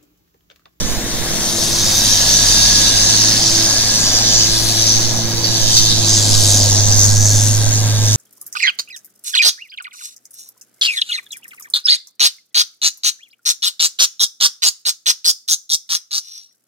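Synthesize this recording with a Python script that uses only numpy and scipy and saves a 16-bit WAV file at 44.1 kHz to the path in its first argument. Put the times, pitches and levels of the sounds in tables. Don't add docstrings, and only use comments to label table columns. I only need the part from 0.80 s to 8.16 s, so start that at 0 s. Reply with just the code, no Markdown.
import sys
import numpy as np
from scipy import signal
from scipy.fft import rfft, irfft, next_fast_len
from scipy.io import wavfile
from scipy.ndimage import map_coordinates

SR = 44100
rng = np.random.default_rng(int(sys.argv[2]) if len(sys.argv) > 2 else 0)


def wrap_up_sound(samples):
    columns = np.atleast_2d(samples).T
    tamed = np.clip(columns, -1, 1)
    steps = np.round(tamed * 32767).astype(np.int16)
    wavfile.write(sys.argv[1], SR, steps)


N = 324576
TIME_S = np.arange(N) / SR
SIZE = next_fast_len(N)
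HZ = np.maximum(np.fft.rfftfreq(SIZE, 1 / SR), 1e-3)

# (frequency [Hz], lead [rad])
LEFT_LEADS = [(40, 0.94), (105, 0.55), (300, 0.75), (700, 0.31), (1650, -0.68), (3000, 0.39)]
# (frequency [Hz], left minus right [dB])
LEANING = [(60, -3.5), (240, -0.5), (950, 1.5), (3770, -0.5), (15000, 11)]


def from_db(db):
    return 10 ** (np.asarray(db) / 20)


def rms_one(x):
    return x / np.sqrt(np.mean(x ** 2) + 1e-20)


def in_time(rows):
    s, *columns = np.transpose(rows)
    return [np.interp(TIME_S, s, column) for column in columns]


def at_hz(points, hz):
    f, value = np.transpose(points)
    return np.interp(np.log(hz), np.log(np.maximum(f, 1)), value)


def drift(rate):
    pole = np.exp(-80 * np.pi * rate / SR)
    white = rng.standard_normal(N // 40 + 2002)
    slow = signal.lfilter([1], [1, -2 * pole, pole * pole], white)[2000:]
    return np.interp(np.arange(N) / 40, np.arange(len(slow)), rms_one(slow))


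def delayed(x, ms):
    return map_coordinates(x, [np.arange(N) - ms * SR / 1000], order=3, mode="nearest")


def tone(hz, db, waver_db, rate=1.95):
    turn = 2 * np.pi * (np.cumsum(hz) / SR + rng.random())
    centre = np.mean(hz)
    sines = np.sin(turn - at_hz(LEFT_LEADS, centre) * np.array([[0], [1]]))
    lean_db = at_hz(LEANING, centre) / 2
    level_db = db + waver_db * drift(rate) + np.array([[lean_db], [-lean_db]])
    return np.sqrt(2) * from_db(level_db) * sines, turn


def port_noise(colour, left, right):
    # (frequency [Hz], shared amplitude [0-1])
    likeness = [(60, 0.97), (250, 0.95), (700, 0.87), (1200, 0.03), (1700, 0.88), (2800, 0.28),
                (4500, 0.87), (7000, 0.88), (10000, 0), (15000, 0)]
    alike = np.clip(at_hz(likeness, HZ), 0, 1)
    diffuse = rfft(rng.standard_normal(N), SIZE)
    right = alike * right + np.sqrt(1 - alike ** 2) * diffuse
    return np.array([left, right]) * from_db(at_hz(colour, HZ))


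def flicker(together, rate):
    return .3 * together + drift(rate) + .35 * drift(1)


def moving_noise(spectra, parts_hz, parts_db, centres_hz, patchy_db, rate, slide=np.zeros_like):
    step = np.log(centres_hz[1] / centres_hz[0])
    inner = np.log(np.clip(HZ, centres_hz[0], centres_hz[-1]))
    edges = np.sqrt(np.multiply(parts_hz[1:], parts_hz[:-1]))
    power = np.abs(spectra.mean(axis=0)) ** 2
    part_power = np.bincount(np.digitize(HZ, edges), power) * 2 / SIZE ** 2
    base_db = 10 * np.log10(part_power)
    out, together = 0, drift(rate)
    for hz in centres_hz:
        weight = np.clip(1 - np.abs(inner - np.log(hz)) / step, 0, 1)
        band = irfft(spectra * weight, SIZE)[:, :N]
        place = np.interp(np.log(hz), np.log(parts_hz), np.arange(len(parts_hz)))
        k = min(int(place), len(parts_hz) - 2)
        below_db = parts_db[k] - base_db[k]
        above_db = parts_db[k + 1] - base_db[k + 1]
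        level_db = (k + 1 - place) * below_db + (place - k) * above_db
        out = out + band * from_db(level_db + slide(hz) + patchy_db * flicker(together, rate))
    return out


def blower():
    # (time [s], firing rate [Hz], firing tone level [dB])
    diesel = [(0.0, 109.6, -39), (0.04, 110.0, -37), (0.72, 109.2, -36), (1.13, 102.7, -29.5),
              (1.93, 103.0, -28), (2.4, 108.5, -26), (3.18, 108.4, -30), (4.0, 111.2, -24.5),
              (4.82, 111.0, -25), (5.62, 103.3, -16.5), (6.19, 101.5, -14), (6.48, 104.7, -12.5),
              (6.91, 107.0, -15.5), (7.36, 106.9, -13)]
    # (multiple of firing rate [ratio], level [dB])
    overtones = [(.5, -40.5), (1.5, -38), (2.0, -36.5), (4.5, -48)]
    # (time [s], level [dB])
    impeller = [(0.0, -28), (0.82, -37), (1.88, -21.5), (2.75, -40), (3.5, -29), (4.61, -48), (5.23, -33),
                (7.3, -33), (7.36, -49)]
    # (multiple of blade rate [ratio], level [dB])
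    blade_orders = [(3, -42), (6, -42.5), (7, -44.5)]
    gearing = .37

    firing_hz, firing_db = in_time(diesel)
    blade_hz = gearing * firing_hz
    drone, firing_turn = tone(firing_hz, firing_db, waver_db=.5, rate=29.0)
    drone += sum(tone(k * firing_hz, db, waver_db=2.5)[0] for k, db in overtones)
    thump, blade_turn = tone(blade_hz, *in_time(impeller), waver_db=-1.0)
    drone += thump + blade_chug(blade_turn)
    drone += sum(tone(k * blade_hz, db, waver_db=3.0)[0] for k, db in blade_orders)
    throbbing_roar = roar() * (1 + 0.12 * np.cos(blade_turn))
    hiss = chopped_hiss(firing_turn, firing_db)
    return drone + throbbing_roar + near_echoes(hiss + house_echo(hiss))


def chopped_hiss(firing_turn, firing_db):
    # (time [s], low range level [dB], middle range level [dB], treble range level [dB])
    ranges = [(0.0,-33,-26.5,-35), (0.18,-34.5,-33,-38), (.8,-26.5,-24,-30.5), (1.29,-19.5,-19,-27),
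              (1.82,-17,-16.5,-25), (2.6,-19,-18.5,-26.5), (3.0,-21,-20.5,-28), (3.55,-20,-18.5,-34),
              (3.85,-21,-25.5,-31), (4.08,-20.5,-15.5,-34.5), (4.5,-30,-28.5,-40.5), (4.98,-18,-17,-27),
              (5.14,-22,-22,-31.5), (5.43,-19,-20,-27.5), (5.7,-19,-17.5,-22.5), (6.05,-23,-17,-35),
              (6.25,-23,-17,-27.5), (6.35,-28,-22.5,-32.5), (6.62,-27,-18.5,-27.5), (6.87,-30,-26.5,-33),
              (7.2,-29.5,-28,-34.5), (7.36,-28.5,-17,-28)]
    # (time [s], lowest part [dB], top part [dB])
    ends = [(0, 5, 1), (1.3, 0, 2), (2.3, -2, -6.5), (3.3, -1.5, 1), (4.6, 0, 5), (5.2, -2, -1.5),
            (6.2, -3.5, 2), (7.36, 3, 0.5)]
    # (frequency [Hz], level against its range [dB], share of the chopping [ratio],
    # share of the lumps [ratio], share of the leaning [ratio])
    hiss_parts = [(3710, -4, 0.55, 0.5, 0.23), (4690, -2, 0.9, 1.6, 0.11), (6109, -0.5, 1.5, 0.16, 0.18),
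                  (8940, 0.84, 1.7, 0.19, 0.83), (13850, -10, 0.86, .3, 1.0)]
    # (time [s], left minus right [dB])
    treble_lean = [(0.0, 12), (0.84, 22), (0.96, 16), (2.4, 11), (3.59, 14.5), (3.85, 25), (4.92, 9),
                   (7.36, 13)]
    chop_depth, chop_per_db, chop_at_db = .24, .013, -26

    depth = np.clip(chop_depth + chop_per_db * (firing_db - chop_at_db), 0, .9)
    puffs = 1 + depth * np.cos(firing_turn - 1.5 + 0.18 * drift(28.0))
    puff_db = 20 * np.log10(puffs / np.sqrt(1 + depth ** 2 / 2))
    lump_db = lumps()
    low, middle, treble = in_time(ranges)
    lowest_db, top_db = in_time(ends)
    lean_db, = in_time(treble_lean)
    levels_db = (low + lowest_db, low, middle, treble, treble + top_db)
    parts_db = []
    for level_db, (_, rel_db, chop, burst, share) in zip(levels_db, hiss_parts):
        lean = np.array([share * lean_db, -share * lean_db]) / 2
        parts_db.append(level_db + rel_db + chop * puff_db + burst * lump_db + lean)
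    parts_hz = [row[0] for row in hiss_parts]
    return moving_noise(hiss_paths(), parts_hz, parts_db, np.geomspace(2500, 14000, 20), patchy_db=1.63,
                        rate=17.0, slide=lambda hz: crest(hz) + surges(hz))


def hiss_paths():
    # (time [s], share of power [0-1])
    wall_share = [(0, 0.02), (2.1, 0.62), (3.5, 0.08), (3.9, 0.75), (4.45, 0.6), (4.7, 0.5), (7.36, 0)]
    # (frequency [Hz], density [dB per Hz])
    colour = [(1300, -36), (2200, -32), (2600, -18.5), (3780, -5), (4170, -5.5), (4640, -2.5), (5330, -1.5),
              (6230, 2.5), (7770, -12.5), (8860, -17.5), (10700, -11.5), (11600, -25), (13000, -8.5),
              (14200, -21), (15700, -27)]
    # (frequency [Hz], level [dB])
    right_port = [(10700, 3.5), (11600, -3), (13000, 8), (15400, 10.5)]
    wall_lag_ms, port_lag_ms, port_lag_sway_ms = 0.475, 0.032, 0.046

    share = np.clip(in_time(wall_share)[0], 0, 1)
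    direct_gain, wall_gain = np.sqrt(1 - share), np.sqrt(share)
    direct, wall = rng.standard_normal((2, N))
    left = direct_gain * direct + wall_gain * wall
    lag_ms = port_lag_ms + port_lag_sway_ms * drift(0.67)
    right = direct_gain * delayed(direct, lag_ms) + wall_gain * delayed(wall, wall_lag_ms)
    spectra = port_noise(colour, *rfft([left, right], SIZE))
    return spectra * from_db([0 * HZ, at_hz(right_port, HZ)])


def lumps():
    # (time [s], level change [dB])
    bursts = [(4.64, 7), (4.966, 6.5), (6.135, -1.5)]
    decay_s = 0.04
    clicks = np.zeros(N)
    for s, change_db in bursts:
        clicks[round(s * SR)] = change_db
    return signal.lfilter([1], [1, -np.exp(-1 / (decay_s * SR))], clicks)


def crest(hz):
    # (time [s], frequency [Hz])
    crest_track = [(0.0, 6250), (4.69, 6170), (5.41, 6870), (7.36, 6460)]
    rest_hz, height_db, width = 6250, 9.8, 0.18
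    centre_hz = in_time(crest_track)[0]
    moved, resting = [np.exp(-(np.log(hz / at) / width) ** 2) for at in (centre_hz, rest_hz)]
    return height_db * (moved - resting)


def surges(hz):
    # (time [s], level change [dB], centre frequency [Hz])
    surge_rows = [(1.19, 5, 13100), (2.15, -2.5, 6200), (3.58, 5, 6100), (5.12, 5.5, 3780), (5.33, 8, 6500),
                  (6.2, 4, 5900), (6.45, 4, 6400), (6.95, 6, 6500)]
    spread_s, spread_octaves = .06, 0.36
    s, change_db, centre_hz = np.transpose(surge_rows)
    t = np.arange(0, N + 64, 64) / SR
    in_pitch = np.exp(-(np.log2(hz / centre_hz) / spread_octaves) ** 2)
    swell = np.exp(-((t[:, None] - s) / spread_s) ** 2) @ (change_db * in_pitch)
    return np.interp(TIME_S, t, swell)


def house_echo(x):
    # (time [s], left [ms], right [ms])
    house_lag = [(0, 5.65, 6.0), (3.3, 6.75, 7.15), (4.2, 7.5, 7.9), (7.36, 9.5, 9.7)]
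    house_db = [
        [-8],
        [-12],
    ]
    fade_from_s, fade_db_per_s = 4.5, 1
    dull = signal.sosfilt(signal.butter(2, 9000.0, fs=SR, output="sos"), x)
    fade_db = fade_db_per_s * np.maximum(TIME_S - fade_from_s, 0)
    return from_db(house_db - fade_db) * [delayed(side, ms) for side, ms in zip(dull, in_time(house_lag))]


def near_echoes(x):
    # (left delay [ms], right delay [ms], level [dB])
    echo_rows = [(0.798, 0.796, -20.5), (1.13, 1.294, -13), (1.92, 1.83, -11)]
    out = x.copy()
    dull = signal.sosfilt(signal.butter(2, 8000.0, fs=SR, output="sos"), x)
    for *ms, db in echo_rows:
        for side in (0, 1):
            gain = from_db(db + 3.3 * np.tanh(drift(1)))
            out[side] += gain * delayed(dull[side], ms[side] + 0.053 * drift(0.83))
    return out


def blade_chug(blade_turn):
    # (lower edge [Hz], upper edge [Hz])
    chug_band = [130, 800]
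    start_db, filled_s, fade_db_per_s, sharpness = -34, .75, 25, 90
    pushes = np.exp(sharpness * (np.cos(blade_turn + 0.15 * drift(30.0)) - 1))
    pushes = pushes * from_db(1.9 * drift(27.0))
    pushes = signal.sosfilt(signal.butter(2, chug_band, "band", fs=SR, output="sos"), pushes)
    level_db = start_db - fade_db_per_s * np.maximum(TIME_S - filled_s, 0)
    return from_db(level_db) * rms_one(pushes)


def roar():
    # (time [s], level of 360-1000 Hz [dB], upper part against that level [dB])
    roar_levels = [(0, -33, 0.5), (1.7, -31, 2.5), (3.2, -31, 1), (5.1, -33, -2), (5.7, -29, -5),
                   (7.36, -34, -1)]
    # (lower [Hz], upper [Hz])
    roar_parts = [700, 1600]
    # (frequency [Hz], density [dB per Hz])
    colour = [(20, 8.5), (60, 0.5), (130, 2.5), (250, 4.5), (380, -3.5), (600, 1), (1000, -3.5), (1400, -8),
              (2000, -7), (2600, -11.5), (4000, -20)]
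    bass_db = 3.5
    level_db, upper_db = in_time(roar_levels)
    white = rfft(rng.standard_normal(N), SIZE)
    lean_db = at_hz(LEANING, HZ) / 2
    lagging = white * np.exp(-1j * at_hz(LEFT_LEADS, HZ))
    spectra = port_noise(colour, white, lagging) * from_db([lean_db, -lean_db])
    return moving_noise(spectra, roar_parts, [level_db + bass_db, level_db + upper_db],
                        np.geomspace(60, 2500, 10), patchy_db=1.34, rate=10.0)


def loader():
    # (time [s], level [dB])
    hum_levels = [(0, -40), (1.09, -33), (1.45, -43.5), (2.85, -28.5), (3.11, -49), (3.3, -37), (3.96, -33),
                  (5.6, -34.5), (6.0, -39), (7.36, -45)]
    hz, db = 338.3 + 2.2 * drift(0.61), in_time(hum_levels)[0]
    hum = tone(hz, db, waver_db=1.5, rate=3.8)[0]
    octave = tone(2 * hz, db - 17.5, waver_db=6.0)[0]
    return hum + octave


def whine():
    # (time [s], level [dB])
    whine_levels = [(0, -46), (1.0, -43), (1.3, -34), (2.2, -31), (2.75, -41), (2.9, -33), (4.3, -43),
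                    (7.2, -38), (7.36, -41)]
    start_hz, sag_hz_per_s = 1685, 9
    hz = start_hz - sag_hz_per_s * TIME_S + 24 * drift(3.3)
    turn = 2 * np.pi * np.cumsum(hz) / SR
    carrier = drift(39.0) * np.cos(turn) + drift(60.0) * np.sin(turn)
    return from_db(in_time(whine_levels)[0]) * carrier


def wind():
    # (time [s], level [dB])
    wind_levels = [(0.0, -22.5), (1.33, -34), (1.8, -40), (4.2, -25), (4.88, -18.5), (5.74, -23),
                   (6.33, -19), (7.36, -28)]
    port_offsets = [
        [-24],
        [5],
    ]
    band = signal.butter(2, [2.5, 9.0], "band", fs=SR, output="sos")
    pressure = signal.sosfilt(band, rng.standard_normal(N + SR))[SR:]
    return from_db(in_time(wind_levels)[0] + port_offsets) * rms_one(pressure)


def scene():
    return blower() + loader() + whine() + wind()


def record(dry):
    rounded = dry / (1 + np.abs(dry / .85) ** 4) ** .25
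    cutoff_hz = 15680
    return signal.sosfilt(signal.ellip(12, .3, 70, cutoff_hz, fs=SR, output="sos"), rounded)


dry = scene()
out = record(dry)
wrap_up_sound(out)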